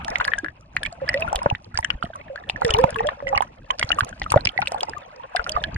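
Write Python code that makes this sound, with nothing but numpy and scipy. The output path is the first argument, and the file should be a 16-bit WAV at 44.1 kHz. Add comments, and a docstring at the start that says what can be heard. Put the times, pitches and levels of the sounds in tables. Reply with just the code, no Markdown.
"""Air bubbles pinch off and ring for a few cycles near a sealed camera housing under the sea surface.
Tiny bubbles tick, air pockets gurgle as they change shape, and water shoves the case.
Behind them the water sloshes, froths and fizzes, swelling around the near bubbles.
The housing rings briefly; phase and level offsets between the channels give stereo width."""
import sys
import numpy as np
from scipy import signal
from scipy.fft import rfft, irfft, next_fast_len
from scipy.io import wavfile
from scipy.ndimage import uniform_filter1d, map_coordinates

SR = 44100
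rng = np.random.default_rng(int(sys.argv[2]) if len(sys.argv) > 2 else 0)


def inscribe(sig):
    """Save sig as 16-bit PCM at rate SR to the path in sys.argv[1].

    A 1-D sig is mono; a 2-D sig holds one channel per row.
    Samples are clipped to [-1, 1] before scaling.
    """
    pcm = np.round(np.clip(np.atleast_2d(sig).T, -1, 1) * 32767)
    wavfile.write(sys.argv[1], SR, pcm.astype(np.int16))


N = 254456


def amp(db):
    """dB to gain."""
    return 10 ** (np.asarray(db) / 20)


def unit_rms(x):
    """x at rms 1."""
    return x / np.sqrt(np.mean(x ** 2) + 1e-20)


def curve_at(points, hz):
    """Interpolate (freq_hz, value) points on a log frequency axis."""
    freq_hz, values = np.transpose(points)
    return np.interp(np.log(hz + 1), np.log(freq_hz + 1), values)


def wobble(rate_hz):
    """Smooth random curve, rate_hz knots a second."""
    knots = rng.standard_normal(int(N * rate_hz / SR) + 4)
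    return map_coordinates(knots, [np.arange(N) * rate_hz / SR])


def filtered(x, response):
    """Filter x by the gain response(hz)."""
    size = next_fast_len(N + SR // 4)
    return irfft(rfft(x, size) * response(np.fft.rfftfreq(size, 1 / SR)), size)[..., :N]


def noise(spectrum):
    """Stereo noise shaped by (freq_hz, density_db) points."""
    return filtered(rng.standard_normal((2, N)), lambda hz: amp(curve_at(spectrum, hz)))


# Stereo width, the left channel's phase lead over the right, by pitch: pitch_hz, lead_rad
STEREO_LEAD = [(330, -.4), (470, 2.5), (800, -2.5), (1200, -4), (1700, -5.5), (2600, -11.5), (3300, -5),
               (4000, -4), (5000, -3.5), (7000, -4), (8700, -1)]
def rings(start_s, db, hz, t60_s, pan_db, swell, glide, scatter, samples):
    """Damped stereo sines; swell is the rise time over t60, glide the relative pitch climb per t60."""
    t = np.arange(samples) / SR
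    start_s, db, hz, t60_s, pan_db = (
        np.asarray(v, float)[:, None] for v in (start_s, db, hz, t60_s, pan_db))
    age = t / t60_s
    rise_s = swell * t60_s + 0.00006  # the case limits the fastest rise
    end_fade = np.minimum(1, 4 - 4 * t / t[-1])
    envelope = amp(-60 * age) * (1 - np.exp(-t / rise_s)) ** 2 * end_fade
    envelope *= amp(db) / envelope.max(axis=1, keepdims=True)
    phase = 2 * np.pi * hz * t * (1 + glide * age / 2)
    scatter_rad = scatter * np.clip(hz / 900, 0, 1) * rng.standard_normal(hz.shape)
    lead_rad = curve_at(STEREO_LEAD, hz) + scatter_rad
    index = (np.round(start_s * SR).astype(int) + np.arange(samples)).ravel()
    pair = [amp(side * pan_db / 2) * envelope * np.sin(phase + side * lead_rad / 2) for side in (1, -1)]
    return np.array([np.bincount(index, channel.ravel(), N + samples)[:N] for channel in pair])


# Hiss spectrum: freq_hz, density_db
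HISS_SPECTRUM = [(2000, -30), (3300, 0), (6000, -7), (10500, -8)]
def hiss():
    """Bubbles too fine to tell apart."""
    return unit_rms(amp(5 * wobble(120)) * noise(HISS_SPECTRUM))


# Wash spectrum: freq_hz, density_db
WASH_SPECTRUM = [(200, -39.5), (450, -6), (900, 7.5), (1700, -11), (2600, 1), (3500, -17), (4500, -25),
                 (7000, -39), (16000, -100)]
def wash():
    """Muffled, patchy water noise."""
    return unit_rms(amp(3.5 * wobble(30)) * noise(WASH_SPECTRUM))


# Slosh spectrum: freq_hz, density_db
SLOSH_SPECTRUM = [(15, -24), (35, 0), (110, -3), (200, -8), (320, -13), (600, -37), (2500, -120)]
def slosh():
    """Low, lumpy water motion, nearly mono."""
    mid, side = noise(SLOSH_SPECTRUM)
    return unit_rms(amp(4.5 * wobble(25)) * (mid + 0.11 * np.array([side, -side])))


def swarm(count, centre_hz, spread, cycles, tail_db, samples):
    """Random bubbles in clumps: log-normal pitch, few loud and many faint."""
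    pitch_z, life_z, pan_z = rng.standard_normal((count, 3)).T
    hz = np.clip(centre_hz * np.exp(spread * pitch_z), 480 + 60 * life_z, 14000)
    db = tail_db * np.minimum(rng.exponential(size=count), 2.7)
    db -= 2 * np.log2(hz / centre_hz)  # smaller bubbles are weaker
    cumulative_rate = np.cumsum(amp(7 * wobble(45)))
    start_s = np.searchsorted(cumulative_rate, rng.random(count) * cumulative_rate[-1]) / SR
    t60_s = cycles * np.exp(0.61 * life_z) / hz
    return unit_rms(rings(start_s, db, hz, t60_s, 4 * pan_z,
                          swell=0.068, glide=0.06, scatter=0.37, samples=samples))


# Churn around the case, before stirring: time_s, slosh_db, froth_db, sparkle_db
CHURN_LEVELS = [(0.0, -36, -32.5, -62), (0.3, -52, -42.5, -65), (0.46, -51.5, -51.5, -73),
                (0.72, -51, -50, -72.5), (1.27, -40, -37.5, -61.5), (1.4, -48.5, -38, -68),
                (1.53, -48, -51.5, -70.5), (2.54, -48.5, -45.5, -70), (2.79, -37.5, -35, -65),
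                (3.18, -48.5, -43, -68.5), (3.47, -46.5, -49, -68.5), (3.74, -51, -49.5, -68),
                (3.92, -42, -42.5, -62), (4.39, -48.5, -49, -68), (4.74, -49, -42, -66.5),
                (5.26, -57, -45.5, -69), (5.58, -44.5, -41.5, -65), (5.77, -39.5, -41.5, -65)]
def water():
    """Churning water: slosh, a froth of small bubbles and a sparkle of finer ones."""
    time_s, *levels_db = np.transpose(CHURN_LEVELS)
    slosh_db, froth_db, sparkle_db = (np.interp(np.arange(N) / SR, time_s, db) for db in levels_db)
    low, muffled = slosh(), wash()
    small = swarm(count=3200, centre_hz=1257.3, spread=0.5868, cycles=25, tail_db=3, samples=800)
    crackle = swarm(count=1000, centre_hz=3220, spread=0.42, cycles=5.3, tail_db=3.5, samples=150)
    fizz = swarm(count=14000, centre_hz=5400, spread=0.33, cycles=8.3, tail_db=-0.5, samples=90)
    froth = amp(-8) * muffled + amp(0.3) * small
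    sparkle = amp(3) * crackle + amp(-1) * fizz + amp(-8) * hiss()
    return amp(slosh_db) * low + amp(froth_db) * froth + amp(sparkle_db) * sparkle


def stirring(near, window_s=0.07, knee_db=-43, calm_db=-4, growth=0.34):
    """Gain of the water: near bubbles stir it up, and it calms between them."""
    window = round(window_s * SR)
    power = abs(uniform_filter1d(np.mean(near ** 2, axis=0), window, origin=window // 4))
    return amp(calm_db) * (1 + power / amp(knee_db) ** 2) ** (growth / 2)


# Housing decay: freq_hz, t60_s
HOUSING_DECAY = [(300, 0.033), (1700, 0.066), (4000, 0.021), (10000, 0.0029)]
def housing(x):
    """The case rings on after x, with a different tail in each channel."""
    hz, t, spectra = signal.stft(rng.standard_normal((2, SR // 8)), SR, nperseg=128)
    decay = amp(-60 * t / curve_at(HOUSING_DECAY, hz)[:, None])
    tail = signal.istft(spectra * decay, SR, nperseg=128)[1]
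    tail /= np.linalg.norm(tail, axis=1, keepdims=True)
    return signal.fftconvolve(x, tail, axes=1)[:, :N]


# Water shoves: dip_s, level_db, swing_hz
WATER_SHOVES = [(0.106, -23, 202), (1.193, -24, 106), (1.361, -18, 44.2), (1.465, -11.5, 144),
                (1.528, -10.5, 102.7), (1.748, -21, 82.4), (1.798, -20.5, 74), (1.956, -24, 49.7),
                (2.043, -15.5, 192), (2.649, -13.5, 133), (2.705, -15.5, 58.4), (2.745, -12, 99),
                (2.844, -5, 158), (2.928, -21.5, 114), (3.364, -21.5, 71.6), (3.845, -16.5, 103),
                (4.026, -15, 90.5), (4.322, -18, 99), (4.346, -17.5, 122.4), (4.366, -3.5, 119),
                (4.463, -17, 94.5), (5.398, -24.5, 46.1), (5.558, -20.5, 57), (5.761, -13, 84)]
def shoves(t60_cycles=3.17):
    """Water pushes the case: a small rise, a rounded pressure dip, a slow swing back."""
    out, t = np.zeros(N + 4000), np.arange(-1000, 3000) / SR
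    taper = np.hanning(4000) ** 0.5
    for dip_s, db, hz in WATER_SHOVES:
        cycles = hz * t + 0.25
        rise = -0.27 * 8 * cycles * np.exp(np.minimum(8 * cycles, 0))
        swing = -np.sin(2 * np.pi * cycles) * amp(-60 * cycles / t60_cycles)
        start = round(dip_s * SR) - 1000
        out[start:start + 4000] += amp(db) * np.where(cycles > 0, swing, rise) * taper
    return out[:N] * amp([[-0.3], [0.3]])


# Air pockets, one track each: time_s, pitch_hz, level_db
POCKET_TRACKS = [
    [(1.018, 555, -34), (1.026, 553, -29.5), (1.044, 549, -33), (1.055, 509, -56)],
    [(1.09, 620, -44), (1.096, 620, -39), (1.124, 630, -46), (1.132, 623, -48), (1.14, 573, -45)],
    [(1.143, 556.4, -28), (1.171, 554, -27.5), (1.183, 585, -41), (1.237, 657, -35), (1.29, 706, -56)],
    [(2.3, 540, -40), (2.306, 528, -35), (2.328, 532, -42.5), (2.35, 593, -46), (2.36, 578, -33)],
    [(2.647, 475, -19.5), (2.673, 478, -28.5), (2.691, 436, -32), (2.725, 430, -45), (2.74, 398, -31)],
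    [(2.745, 406, -36), (2.801, 497, -17.5), (2.825, 494, -23.5), (2.875, 560, -35), (2.9, 755, -51)],
    [(2.95, 515.7, -54), (2.988, 443.4, -30), (3.024, 451, -40.5), (3.06, 620, -22.5), (3.09, 644, -31.5)],
    [(3.225, 554, -31), (3.235, 563, -37.5), (3.275, 544, -34.5), (3.325, 552, -30.5), (3.34, 586, -22)],
    [(4.36, 561, -14), (4.368, 595, -14.5), (4.38, 746, -29), (4.39, 700, -69)],
    [(4.885, 319, -63), (4.893, 316, -44.5), (4.899, 329.4, -41), (4.915, 453, -47), (4.925, 469, -61.5)],
]
def pockets(attack_s=0.00028, release_s=0.0025):
    """Air pockets ring on as they change shape; the flow shakes their pitch and level."""
    t, out = np.arange(N) / SR, np.zeros((2, N))
    waver, kicks_db = 1 + 0.04057 * wobble(90), 2.5 * wobble(60)
    for track in POCKET_TRACKS:
        time_s, hz, db = np.transpose(track)
        gate = np.clip(np.minimum((t - time_s[0]) / attack_s, (time_s[-1] - t) / release_s), 0, 1)
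        envelope = np.sqrt(2) * gate * amp(np.interp(t, time_s, db) + kicks_db)
        phase = 2 * np.pi * np.cumsum(np.interp(t, time_s, hz) * waver) / SR
        lead_rad = curve_at(STEREO_LEAD, np.mean(hz)) + 0.15 * rng.standard_normal()
        out += envelope * np.sin(phase + np.array([[lead_rad], [-lead_rad]]) / 2)
    return out


# Ticks of the smallest bubbles: start_s, level_db, pitch_hz
BUBBLE_TICKS = [(0.047, -24.5, 9370), (0.0817, -23.5, 6900), (0.1033, -25.5, 5540), (0.159, -32.5, 5870),
                (0.185, -24, 8800), (0.2106, -34, 5700), (0.2438, -45, 5800), (0.256, -27, 9300),
                (0.2772, -24, 8240), (0.307, -42.5, 5600), (0.3861, -25.5, 6100), (0.4449, -40, 7060),
                (0.61, -44.5, 6850), (0.765, -27.5, 8580), (0.849, -42, 6580), (0.8597, -39.5, 5600),
                (0.9273, -35, 7650), (1.0897, -42, 5700), (1.1418, -22, 5600), (1.208, -24.5, 8900),
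                (1.287, -35, 8990), (1.3303, -25, 6910), (1.3578, -14.5, 7380), (1.4318, -28, 5630),
                (1.4571, -46, 5430), (1.6454, -33, 5550), (1.747, -33.5, 8700), (1.7751, -11, 5550),
                (1.7894, -26, 7360), (1.809, -32.5, 9390), (1.8471, -22.5, 6530), (1.9036, -37, 6180),
                (2.0355, -33, 5650), (2.1598, -37, 6130), (2.4958, -44, 5350), (2.6137, -34, 5950),
                (2.6329, -40, 8960), (2.6484, -17, 6580), (2.6648, -26, 8160), (2.681, -23.5, 6110),
                (2.706, -21, 7700), (2.7404, -16, 5450), (2.7666, -45, 9360), (2.7862, -18, 10300),
                (2.7924, -36, 6360), (2.8138, -31.5, 7600), (2.9065, -24.5, 7600), (2.9616, -31.5, 9260),
                (2.9859, -36.5, 8450), (3.0056, -37, 6180), (3.0712, -26.5, 5760), (3.2817, -43.5, 6100),
                (3.3747, -42, 5880), (3.4216, -21, 9570), (3.7861, -27, 5500), (3.796, -15, 5780),
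                (3.8487, -31, 5940), (3.8906, -44, 5800), (3.947, -32.5, 5500), (3.9923, -20, 9000),
                (4.0004, -22.5, 8900), (4.0109, -38, 6990), (4.048, -23.5, 9500), (4.0925, -27.5, 7360),
                (4.1985, -31, 5480), (4.3046, -28, 5540), (4.3209, -10.5, 10700), (4.3593, -32, 5470),
                (4.45, -42, 5330), (4.4902, -23.5, 5550), (4.6057, -31, 9660), (4.6743, -36, 5500),
                (4.684, -28.5, 9220), (4.7205, -22, 8250), (4.7457, -32, 8700), (4.784, -41, 8270),
                (4.809, -23, 10500), (4.8322, -15, 5170), (4.896, -26.5, 6700), (4.9825, -33.5, 6500),
                (5.162, -40.5, 5460), (5.3653, -25, 6700), (5.443, -22, 5830), (5.4744, -34, 8300),
                (5.495, -16, 5760), (5.518, -28, 7520), (5.627, -40, 5800), (5.6386, -32, 5600),
                (5.746, -28.5, 5460)]
def ticks():
    """Four tiny bubbles over one broad snap per tick, mostly louder on the right."""
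    start_s, db, hz = np.repeat(np.transpose(BUBBLE_TICKS), 4, axis=1)
    pitch_z, time_z, level_z, pan_z = rng.standard_normal((len(hz), 4)).T
    pan_db = 4 * pan_z - 3
    tiny_hz = np.clip(hz * np.exp(0.29 * pitch_z), 4500, 15000)
    tiny_s = start_s - 0.0004 + 0.00052 * time_z
    tiny = rings(tiny_s, db - 7.5 + 2.1 * level_z, tiny_hz, 20 / tiny_hz, pan_db,
                 swell=0.07, glide=0, scatter=0.15, samples=400)
    snap = rings(start_s[::4], db[::4] - 4, hz[::4] / 2, 5 / hz[::4], pan_db[::4],
                 swell=0.052, glide=0, scatter=0.28, samples=100)
    return tiny + snap


def spray():
    """Fine fizz scattered for some milliseconds around each tick."""
    start_s, db, hz = np.repeat(np.transpose(BUBBLE_TICKS), 16, axis=1)
    pitch_z, time_z, level_z, pan_z = rng.standard_normal((len(hz), 4)).T
    fine_hz = np.clip(hz * np.exp(0.52 * pitch_z), 2500, 15000)
    fine_s = np.clip(start_s + 0.004 + 0.013 * time_z, 0, N / SR)
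    fine_db = 0.65 * db - 37.5 + 5 * level_z  # a louder tick throws only somewhat more
    return rings(fine_s, fine_db, fine_hz, 10 / fine_hz, 4 * pan_z - 3,
                 swell=0.065, glide=0, scatter=0.45, samples=120)


def shed_bubbles(parent_s, parent_db, parent_hz):
    """Each pinch-off sheds three smaller bubbles within milliseconds."""
    start_s, db, hz = np.repeat([parent_s, parent_db, parent_hz], 3, axis=1)
    pitch_z, time_z, level_z, pan_z = rng.standard_normal((len(hz), 4)).T
    shed_hz = np.clip(hz * 1.412 * np.exp(0.439 * pitch_z), hz, 9000)
    shed_s = start_s + 0.0029 * abs(time_z)
    return rings(shed_s, db - 14 + 4 * level_z, shed_hz, 14.29 / shed_hz, 4 * pan_z,
                 swell=0.089, glide=0.041, scatter=0.37, samples=500)


# Near bubbles: start_s, level_db, pitch_hz, t60_cycles, pan_left_db
NEAR_BUBBLES = [(0.0472, -17.5, 3070, 4.5, -5), (0.0781, -26, 847, 73, 3.5), (0.082, -24, 1710, 30, -0.5),
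                (0.1566, -13, 2048, 22, -5.5), (0.2006, -15, 1466, 27, 3), (0.2087, -18, 990, 19, 8),
                (0.2117, -18, 1570, 29.5, -1), (0.245, -15, 3270, 16, 5), (0.2504, -14, 1690, 13, 3),
                (0.2785, -15, 1680, 43, -2.5), (0.2792, -20.5, 1100, 42, -3), (0.318, -24.5, 1790, 53, 14),
                (0.3353, -12, 1759, 32, 4), (0.381, -19.5, 1620, 81.5, 4), (0.432, -33.5, 315, 33.5, 2),
                (0.4453, -14, 1580, 11.5, 16), (0.461, -21.5, 1668, 45, -1), (0.4836, -29, 1710, 31.5, 18),
                (0.7665, -8.5, 1818, 11.5, -0.5), (0.8312, -18.5, 1703, 47, -0.5),
                (0.832, -19, 3360, 11.5, 11.5), (0.851, -22, 2210, 40, -11.5), (0.8608, -20, 1770, 36.5, 0),
                (0.8616, -21, 3280, 29, 9), (0.8649, -27, 2400, 41, -10.5), (0.923, -35, 685, 46, 3),
                (1.0778, -21, 1698, 78, 2.5), (1.09, -25, 4900, 40, -17.5), (1.091, -12.5, 1918, 26, 2),
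                (1.115, -29, 1880, 43, -3.5), (1.1304, -23.5, 1960, 29.5, 0), (1.1414, -13.5, 1915, 34, -3),
                (1.175, -22, 2500, 7, -1), (1.198, -32, 5000, 20, 2), (1.2217, -17.5, 2550, 42, -2),
                (1.2446, -25.5, 891, 51, 8), (1.2766, -24.5, 1400, 75, 16.5), (1.328, -15.5, 791, 18, 6),
                (1.3458, -20.5, 755, 31, 3.5), (1.3594, -14.5, 3300, 7.5, -8), (1.39, -27.5, 2170, 20, -2),
                (1.416, -19.5, 940, 50, -3.5), (1.432, -27, 1410, 26, 1), (1.4593, -8.5, 565, 10.5, 11),
                (1.4603, -11.5, 915, 13.5, -8.5), (1.5007, -19, 2670, 20, 14), (1.511, -18, 818, 37, 0),
                (1.55, -18.5, 1810, 11, -2.5), (1.742, -29, 1420, 37, -11.5),
                (1.7544, -27.5, 1710, 43, -8.5), (1.7741, -21.5, 5070, 0.5, 1.5),
                (1.775, -15, 1840, 6, -2.5), (1.7882, -13, 914, 21, -7), (1.828, -21, 1890, 18.5, 1),
                (1.847, -9.5, 1770, 18, 2), (1.8463, -20, 2956, 25, 16), (1.9029, -16.5, 1390, 4, 12.5),
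                (1.9032, -12, 2900, 23, 11.5), (2.026, -15, 1310, 14.5, -5.5), (2.037, -30, 691, 45, 0),
                (2.05, -35, 3080, 20, 1), (2.055, -36, 1850, 40, 0), (2.063, -33, 1250, 31, -1),
                (2.101, -33.5, 650, 20, -1), (2.1326, -34, 1546, 65, 0), (2.153, -32, 1106, 67, -3),
                (2.212, -35.5, 2210, 42, -8), (2.282, -35.5, 1740, 40, -1.5), (2.358, -31.5, 3300, 14, -1),
                (2.359, -21, 1520, 12.5, -1), (2.3752, -32, 1720, 63, -2), (2.437, -39, 1790, 50, 0),
                (2.491, -25, 3270, 19, 0), (2.4971, -24.5, 823, 11, -5.5), (2.4975, -16.5, 2660, 15.5, 8.5),
                (2.499, -18, 3620, 15, 5), (2.56, -26.5, 1744, 48, -6), (2.6184, -8.5, 837, 11.5, -3.5),
                (2.6495, -17, 1812, 37, 4.5), (2.691, -19.5, 1326, 43, -1), (2.7065, -8, 3100, 23, 3),
                (2.7381, -15, 2970, 65, -2.5), (2.7461, -11, 896, 24, 1.5), (2.767, -19.5, 777, 27, 1.5),
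                (2.7675, -24, 3640, 12.5, 2), (2.786, -14.5, 964.4, 37, 9.5), (2.839, -8.5, 942, 27, -4),
                (2.8395, -8, 680, 5.5, 1), (2.901, -30, 1600, 31, 2), (2.926, -28.5, 1600, 30, 1),
                (2.944, -29.5, 3200, 32, -1), (2.958, -23, 1104, 40, 3), (2.9589, -23, 1680, 29, 12),
                (2.9865, -21.5, 2600, 32.5, 2), (2.994, -22, 1840, 44, 2), (3.0051, -18, 827, 21.5, -1),
                (3.0708, -24, 3300, 34, 8), (3.088, -17, 1760, 44.5, -1), (3.0881, -14, 1103, 15, 12),
                (3.119, -31.5, 698, 24, -1), (3.203, -26, 900, 7.5, 1), (3.2695, -23, 2000, 51, -9.5),
                (3.281, -28.5, 2980, 23, 1), (3.2884, -23, 1984, 50, -2), (3.327, -13.5, 800, 42.5, -6.5),
                (3.346, -19, 1118, 59, 2.5), (3.357, -25.5, 2800, 71.5, 13), (3.362, -21, 812, 39, -6),
                (3.3756, -9.5, 2135, 37.5, 5.5), (3.376, -23, 4400, 22, -1), (3.3777, -10, 1066, 17.5, 0),
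                (3.406, -15.5, 834, 13.5, -9.5), (3.4201, -20, 1010, 37, -2.5),
                (3.423, -18, 1620, 6.5, 4.5), (3.7036, -15, 1050, 38, 1.5), (3.704, -17.5, 2020, 13, -3),
                (3.706, -21.5, 3100, 35, -6), (3.7942, -22, 4960, 13, 7), (3.796, -20, 1570, 14, 2),
                (3.7947, -18.5, 3180, 4.5, -9), (3.8124, -20.0, 2070, 42, 3),
                (3.8277, -12.5, 2080, 28, -5.5), (3.8274, -11.5, 1170, 4.5, 7.5),
                (3.8328, -21.5, 3260, 46, -2), (3.891, -19.5, 4280, 32, -10.5),
                (3.9042, -15.0, 1434, 26.5, 0), (3.9042, -22, 740, 16, -3), (3.9173, -11.5, 2850, 38, 12.5),
                (3.928, -22.5, 1790, 29, -1), (3.9859, -12, 1168, 41, -5.5), (4.0068, -9, 1548, 17.5, -5.5),
                (4.0324, -18.5, 1060, 12, -2.5), (4.1267, -31.5, 1530, 37, 10.5),
                (4.2163, -18.5, 760, 9.5, 0.5), (4.2174, -14, 1950, 25, 1.5), (4.232, -26, 3450, 5.5, -0.5),
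                (4.241, -30, 2980, 6.5, 1), (4.262, -22.5, 1280, 26, 2), (4.302, -25.5, 2680, 39.5, 0),
                (4.305, -18, 4580, 23, -13.5), (4.3198, -11.5, 1990, 5, 1), (4.319, -10, 930, 12.5, 4.5),
                (4.325, -23, 3510, 20.5, -0.5), (4.34, -15, 504, 3.5, -0.5), (4.34, -8.5, 918, 25, 3.5),
                (4.361, -14, 299, 4, 0), (4.3737, -15.5, 1450, 24, 2), (4.408, -35, 4130, 38, -10),
                (4.4516, -13.0, 5160, 51, -6), (4.4565, -18, 3400, 3, -20.5),
                (4.4715, -10.5, 2356, 30, 6.5), (4.4916, -25, 3150, 36, -10), (4.5767, -16.5, 1976, 40, -4),
                (4.5882, -16, 772, 37, 12), (4.618, -17.5, 2400, 19, -3), (4.6223, -15, 1405, 23, -0.5),
                (4.6236, -20.5, 850, 16, 7), (4.658, -33, 2880, 30.5, -2), (4.6727, -14, 2570, 16, 1),
                (4.7186, -20, 710, 14.5, 0), (4.7446, -19.5, 808, 22, 1), (4.7598, -26, 840, 26.5, 4),
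                (4.8071, -19, 3260, 33, 1), (4.83, -15.5, 837, 25.5, 1.5), (4.8844, -26, 880, 31, -8.5),
                (4.9344, -25, 1720, 25.5, -1), (4.9637, -33.5, 1188, 81, 6), (5.1956, -34.5, 942, 72, -5.5),
                (5.232, -33.5, 1054, 76, -1), (5.349, -18.5, 714, 32, 3.5), (5.3617, -19, 2715, 11.5, 7.5),
                (5.362, -12, 4650, 18, -4), (5.3654, -14.5, 1570, 39.5, -2), (5.394, -16.5, 1410, 27.5, 9),
                (5.4643, -20, 1400, 30, -3), (5.4933, -17, 3160, 18.5, -2), (5.4999, -31, 623, 69, 1.5),
                (5.5192, -16.5, 4650, 50.5, -4.5), (5.5632, -17, 1200, 61.5, -8),
                (5.5725, -20.5, 700, 38.5, 4), (5.639, -15.5, 1680, 49.5, -4),
                (5.639, -13.0, 3270, 9.5, -9.5), (5.7622, -24.5, 1666, 35, -1.5)]
def bubbles():
    """A bubble pinches off and rings; its neck snaps shut with a broad click and sheds smaller ones."""
    start_s, db, hz, t60_cycles, pan_db = np.transpose(NEAR_BUBBLES)
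    t60_s = t60_cycles / hz
    flutter = amp(3.02 * np.array([wobble(220), wobble(220)]))  # neighbours and flow disturb the ring
    ring = rings(start_s, db, hz, t60_s, pan_db, swell=0.026, glide=0.026, scatter=0.7, samples=2600)
    snap = rings(start_s + 0.032 * t60_s, db - 9, hz * 1.106, 3.5 / hz, pan_db,
                 swell=0.02, glide=0, scatter=1.0, samples=400)
    return flutter * ring + snap + shed_bubbles(start_s, db, hz)


def scene():
    """Near bubbles with the ring of the case, over shoves and stirred water."""
    near = bubbles() + ticks() + spray() + pockets()
    return near + amp(-15) * housing(near) + shoves() + stirring(near) * water()


# Sealed microphone response: freq_hz, gain_db
MIC_RESPONSE = [(20, 4.5), (9800, 1.5), (11000, -11), (14000, -12), (16000, -27)]
def record(dry):
    """The loudest peaks overload the input; the sealed, band-limited microphones lose the top treble."""
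    ceiling, top_hz = 0.97, 16500
    clipped = dry / (1 + abs(dry / ceiling) ** 8) ** (1 / 8)
    return filtered(clipped, lambda hz: amp(curve_at(MIC_RESPONSE, hz)) * (hz < top_hz))


dry = scene()
out = record(dry)
inscribe(out)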